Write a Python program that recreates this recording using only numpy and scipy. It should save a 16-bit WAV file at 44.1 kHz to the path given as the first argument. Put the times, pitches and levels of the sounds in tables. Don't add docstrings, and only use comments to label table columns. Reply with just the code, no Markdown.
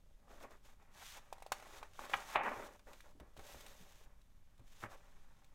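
import sys
import numpy as np
from scipy import signal
from scipy.fft import rfft, irfft
from scipy.io import wavfile

SR = 44100
rng = np.random.default_rng(int(sys.argv[2]) if len(sys.argv) > 2 else 0)


def waveform_to_disk(signal):
    frames = np.transpose(np.atleast_2d(signal))
    scaled = np.clip(frames, -1, 1) * 32767
    samples = np.round(scaled).astype(np.int16)
    wavfile.write(sys.argv[1], SR, samples)


def how_loud(loudness_db):
    steps = np.asarray(loudness_db, float) / 20
    return 10 ** steps


N = 244567


def evened(x):
    return x / np.sqrt(np.mean(x ** 2) + 1e-20)


def read(points, hz):
    f, value = np.transpose(points)
    return np.interp(np.log(hz + 1), np.log(f + 1), value)


def add(mix, start_s, sound):
    part = mix[round(start_s * SR):][:len(sound)]
    part += sound[:len(part)]


def coloured(x, points, band=(0, SR)):
    hz = np.abs(np.fft.fftfreq(8192, 1 / SR))
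    log_gain = np.log(how_loud(np.maximum(read(points, hz), -100)))
    power = np.exp(2 * log_gain) * (hz >= band[0]) * (hz <= band[1])
    spectrum = np.exp(np.conj(signal.hilbert(log_gain)))
    taps = np.fft.ifft(spectrum).real[:4096]
    return signal.oaconvolve(x, taps / np.sqrt(power.mean()))[:len(x)]


def resonate(x, hz, width_hz):
    r = np.exp(-np.pi * width_hz / SR)
    pole = r * np.exp(2j * np.pi * hz / SR)
    return 2 * signal.lfilter([1 - r], [1, -pole], x).real


def wander(cutoff_hz):
    return evened(signal.lfilter(*signal.butter(2, cutoff_hz, fs=SR), rng.standard_normal(N)))


def grains(per_s, spread_db):
    size_db = spread_db * np.minimum(rng.exponential(1, N), 4)
    size = how_loud(size_db) * rng.choice([-1, 1], N)
    return evened(size * (rng.random(N) < per_s / SR))


def gestures(rows, rise_db_s, fall_db_s):
    t = np.arange(0, N / SR + .001, .001)
    start, length, db, swell_db = np.transpose(rows)[:, :, None]
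    u = t - start
    held_db = db + swell_db * np.clip(u / length, 0, 1)
    rise_db = rise_db_s * np.minimum(u, 0)
    fall_db = fall_db_s * np.maximum(u - length, 0)
    power = how_loud(held_db + rise_db - fall_db) ** 2
    return np.interp(np.arange(N) / SR, t, power.sum(0))


# frequency in hertz, relative density in dB per hertz.
AIR = [(4.7, -28.5), (8.0, 10.5), (33, -5), (131, -20), (199, -22.5), (454, -38.5), (644, -64.5),
       (1570, -46), (14500, -51.5), (16000, -64)]


def air():
    level_db = -59.5
    hz = np.fft.rfftfreq(N, 1 / SR)
    spectrum = rfft(rng.standard_normal(N)) * how_loud(read(AIR, hz))
    return how_loud(level_db) * evened(irfft(spectrum, N))


# frequency in hertz, time to decay by 60 dB in seconds.
ROOM = [(300, 0.22), (2000, 0.21), (12000, 0.17)]


def room(x):
    taps = np.zeros(SR // 2)
    at = np.arange(120, len(taps) - 20, 20)
    taps[at + rng.integers(0, 20, len(at))] = rng.choice([-1., 1.], len(at))
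    hz, t, bands = signal.stft(taps, SR, nperseg=256)
    decay = how_loud(-60 * t / read(ROOM, hz)[:, None])
    tail = signal.istft(bands * decay, SR, nperseg=256)[1]
    return signal.oaconvolve(x, tail / np.linalg.norm(tail))[:N]


# start in seconds, relative level in dB, pitch in hertz.
THUDS = [(.435, -62, 70), (2.13, -54, 110), (2.36, -54, 100), (2.56, -56, 120), (3.149, -57.5, 282),
         (3.203, -51.5, 61.7), (3.374, -49.5, 72), (3.541, -51, 61), (3.799, -56.5, 182), (4.593, -56, 117),
         (4.828, -44, 108)]


def thuds():
    t = np.arange(round(.15 * SR)) / SR
    out = np.zeros(N)
    envelope = (1 - np.exp(-t / 0.012)) * how_loud(-60 * t / .12)
    scuffs = signal.lfilter(*signal.butter(2, 350, fs=SR), rng.standard_normal((len(THUDS), len(t))))
    for (start_s, db, hz), scuff in zip(THUDS, scuffs):
        swing = np.sin(2 * np.pi * hz * t) + 0.72 * evened(scuff)
        add(out, start_s, how_loud(db) * 1.6 * envelope * swing)
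    return out


# frequency in hertz, width in hertz, boost in dB.
BOOK = [(573.6, 37, 5.5), (1750, 59, 2.5), (3670, 250, 2)]


def book(x):
    return x + sum((how_loud(db) - 1) * resonate(x, hz, width_hz) for hz, width_hz, db in BOOK)


# time in seconds, tension of the sheet from 0 to 1,
# share of flat palm or page against fingertip from 0 to 1.
CONTACT = [(0, 0.23, 0.45), (1.1, 0.78, 0), (1.9, 0.51, 0), (2.37, 0.87, 0.03), (2.52, .5, .5),
           (2.72, 0.41, 0.9), (3.45, 0.41, 1), (4.85, 0.6, 0)]


def contact(column):
    rows = np.array(CONTACT)
    return np.clip(np.interp(np.arange(N) / SR, rows[:, 0], rows[:, column]), 0, 1)


# start in seconds, length in seconds, skin sliding level in dB, sheet bending level in dB,
# swell over the stroke in dB; the levels hold at the start of the stroke.
STROKES = [(.31, .08, -74, -65, -5), (.42, .015, -68, -60, 2), (.52, .05, -75, -64, -10),
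           (.655, .08, -72, -73, -8), (.825, .015, -82, -76, -1), (.945, .095, -72, -74, 10),
           (1.05, .125, -60.5, -75, -2), (1.22, .27, -81, -76, -1), (1.55, .09, -69, -64, -4),
           (1.65, .13, -72, -78, 8), (1.79, .14, -73, -73, -9), (1.95, .105, -73, -75, 13),
           (2.1, .04, -64, -64, 6), (2.145, .085, -60, -54, -4), (2.25, .09, -67, -66, 11),
           (2.448, .22, -69, -70, 2), (2.7, .06, -77, -68, -1), (2.878, .24, -75, -80, -7),
           (3.39, .12, -75, -75, 10), (3.52, .53, -67, -68, -10), (4.67, .14, -78, -84, 7),
           (4.82, .015, -65, -70, 3), (4.918, .035, -68, -63, -5), (4.97, .58, -80, -75, -9)]


def strokes(level_column):
    rows = np.array(STROKES)[:, [0, 1, level_column, 4]]
    return gestures(rows, rise_db_s=450, fall_db_s=550)


# frequency in hertz, relative density in dB per hertz.
GLOSS = [(300, -36), (1200, -1.5), (3500, 1), (4500, -4), (6500, -0.5), (9500, -8.5), (14500, -10.5),
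         (15800, -14), (16200, -40)]


def sliding():
    resting_db = -89
    slips = evened(rng.standard_normal(N) + 0.59 * grains(per_s=660, spread_db=3))
    slips = slips * how_loud(1.0 * wander(30))
    hiss = coloured(slips, GLOSS, (4500, 15000))
    top = resonate(hiss, 13500, 5000)
    strength = np.sqrt(strokes(level_column=2) + how_loud(resting_db) ** 2)
    return strength * (hiss + 0.54 * contact(column=2) * top)


# start in seconds, length in seconds, level at the start in dB, swell over the length in dB.
FLEXES = [(.17, .11, -86, 6), (.435, .04, -58, -8), (.8, .13, -78, 0), (1.12, .06, -70, 8),
          (1.65, .21, -65, 0), (1.995, .07, -54, -9), (2.358, .025, -33, -10), (2.395, .105, -45.5, 1),
          (2.51, .06, -49, -6), (2.58, .09, -53, -7), (2.872, .09, -59, -16), (3.045, .08, -66, -16),
          (3.205, .13, -67, -16), (3.39, .05, -60, -12), (4.06, .13, -76, -9), (4.83, .055, -49, -17)]


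def flexes():
    return gestures(FLEXES, rise_db_s=2500, fall_db_s=400)


# frequency in hertz, relative density in dB per hertz.
SHEET = [(100, -23), (450, -13.5), (750, 4.5), (1400, -1), (2500, -7), (4000, -29), (7000, -65.5)]


def taut_sheet(x, band=(0, SR)):
    return coloured(x, SHEET, band)


# frequency in hertz, relative density in dB per hertz.
SLACK = [(60, -10.5), (250, 0), (650, 6.5), (1400, -8.5), (2600, -25.5), (7000, -32)]


def bending():
    resting_db = -86
    band = (450, 2800)
    patches_hz = np.geomspace(200, 5000, num=14)
    buckles = sum(resonate(grains(per_s=580, spread_db=1.0), hz, 0.19 * hz) for hz in patches_hz)
    buckles = evened(buckles * how_loud(2.3 * wander(35)))
    taut = contact(column=1)
    sound = taut * taut_sheet(buckles, band) + (1 - taut) * coloured(buckles, SLACK, band)
    strength = np.sqrt(strokes(level_column=3) + flexes() + how_loud(resting_db) ** 2)
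    return strength * sound


# frequency in hertz, relative density in dB per hertz.
CRACK = [(1300, -30), (2500, -1), (3100, -4), (3700, 0), (4800, -6.5), (8000, -7.5), (14500, -16.5)]
# start in seconds, relative level in dB, pop pitch in hertz, share of rattle from 0 to 1,
# relative crack level in dB.
SNAPS = [(.507, -53, 705, 0.5, -81.5), (1.326, -33.5, 790, 0.15, -67.5), (1.381, -49, 785, 0.35, -83.5),
         (1.401, -52, 760, .3, -86), (1.422, -40, 775, 0.3, -71.5), (1.463, -40, 694, 0.15, -72.5),
         (1.519, -22, 805, 0.46, -52), (1.598, -44, 780, 0.5, -75), (1.624, -42, 670, 0.5, -78),
         (1.668, -48, 600, .4, -82), (1.828, -34, 930, 0.4, -73), (1.933, -58, 1500, .5, -81),
         (1.992, -33, 1040, 0.05, -72), (2.01, -42, 880, .3, -85), (2.096, -36, 573, 0.5, -71),
         (2.136, -15.5, 2190, .6, -67), (2.357, -16.5, 1100, 0.6, -73), (2.433, -55, 1200, .3, -72),
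         (2.792, -54, 1210, .9, -81.5), (2.931, -50, 560, .9, -74), (3.005, -46, 1750, 0.2, -75),
         (3.199, -45.5, 604, 0.51, -79), (3.366, -45, 680, .5, -80), (3.373, -65, 700, .3, -76),
         (3.392, -47, 880, 0.9, -77), (3.545, -43, 710, 0.42, -87), (3.663, -43, 2370, 0.47, -69.5),
         (4.214, -68.5, 1690, 0.05, -86.5), (4.578, -72, 1500, .3, -88), (4.593, -57.5, 700, 0.45, -88.5),
         (4.838, -30, 1340, 0.2, -86), (5.443, -75, 1500, 0.26, -83)]


def snaps():
    rattle_t60_s, crack_t60_s, crack_delay_s = .033, .035, .001
    t = np.arange(round(.2 * SR)) / SR
    rattle_envelope = how_loud(-60 * t / rattle_t60_s) * (1 - np.exp(-t / 0.0029))
    crack_envelope = how_loud(-60 * t / crack_t60_s) * (1 - np.exp(-t / 0.00028))
    pops, rattles, cracks = np.zeros((3, N))
    noise = rng.standard_normal((len(SNAPS), 2, len(t)))
    for (start_s, db, hz, share, crack_db), (rattle, crack) in zip(SNAPS, noise):
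        share = np.clip(share, 0, 1)
        cycles = hz * t
        pop = 2.5 * cycles * np.exp(-.8 * cycles ** 2) * np.sin(2 * np.pi * cycles)
        add(pops, start_s, how_loud(db) * (1 - share) * pop)
        add(rattles, start_s, how_loud(db) * share * rattle * rattle_envelope)
        add(cracks, start_s + crack_delay_s, how_loud(crack_db) * 5.06 * crack * crack_envelope)
    pops = signal.lfilter(*signal.butter(2, 300, "high", fs=SR), pops)
    rattles = signal.lfilter([1.9, -1.65], 1, rattles)
    return pops + 2.53 * taut_sheet(rattles) + coloured(cracks, CRACK, (4500, 15000))


def scene():
    close = book(bending() + sliding()) + snaps() + thuds()
    return (close + how_loud(-13.5) * room(close) + air())[None]


def band_limit(x):
    return signal.sosfilt(signal.butter(12, 16500, fs=SR, output="sos"), x)


def record(dry):
    return band_limit(dry)


dry = scene()
out = record(dry)
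waveform_to_disk(out)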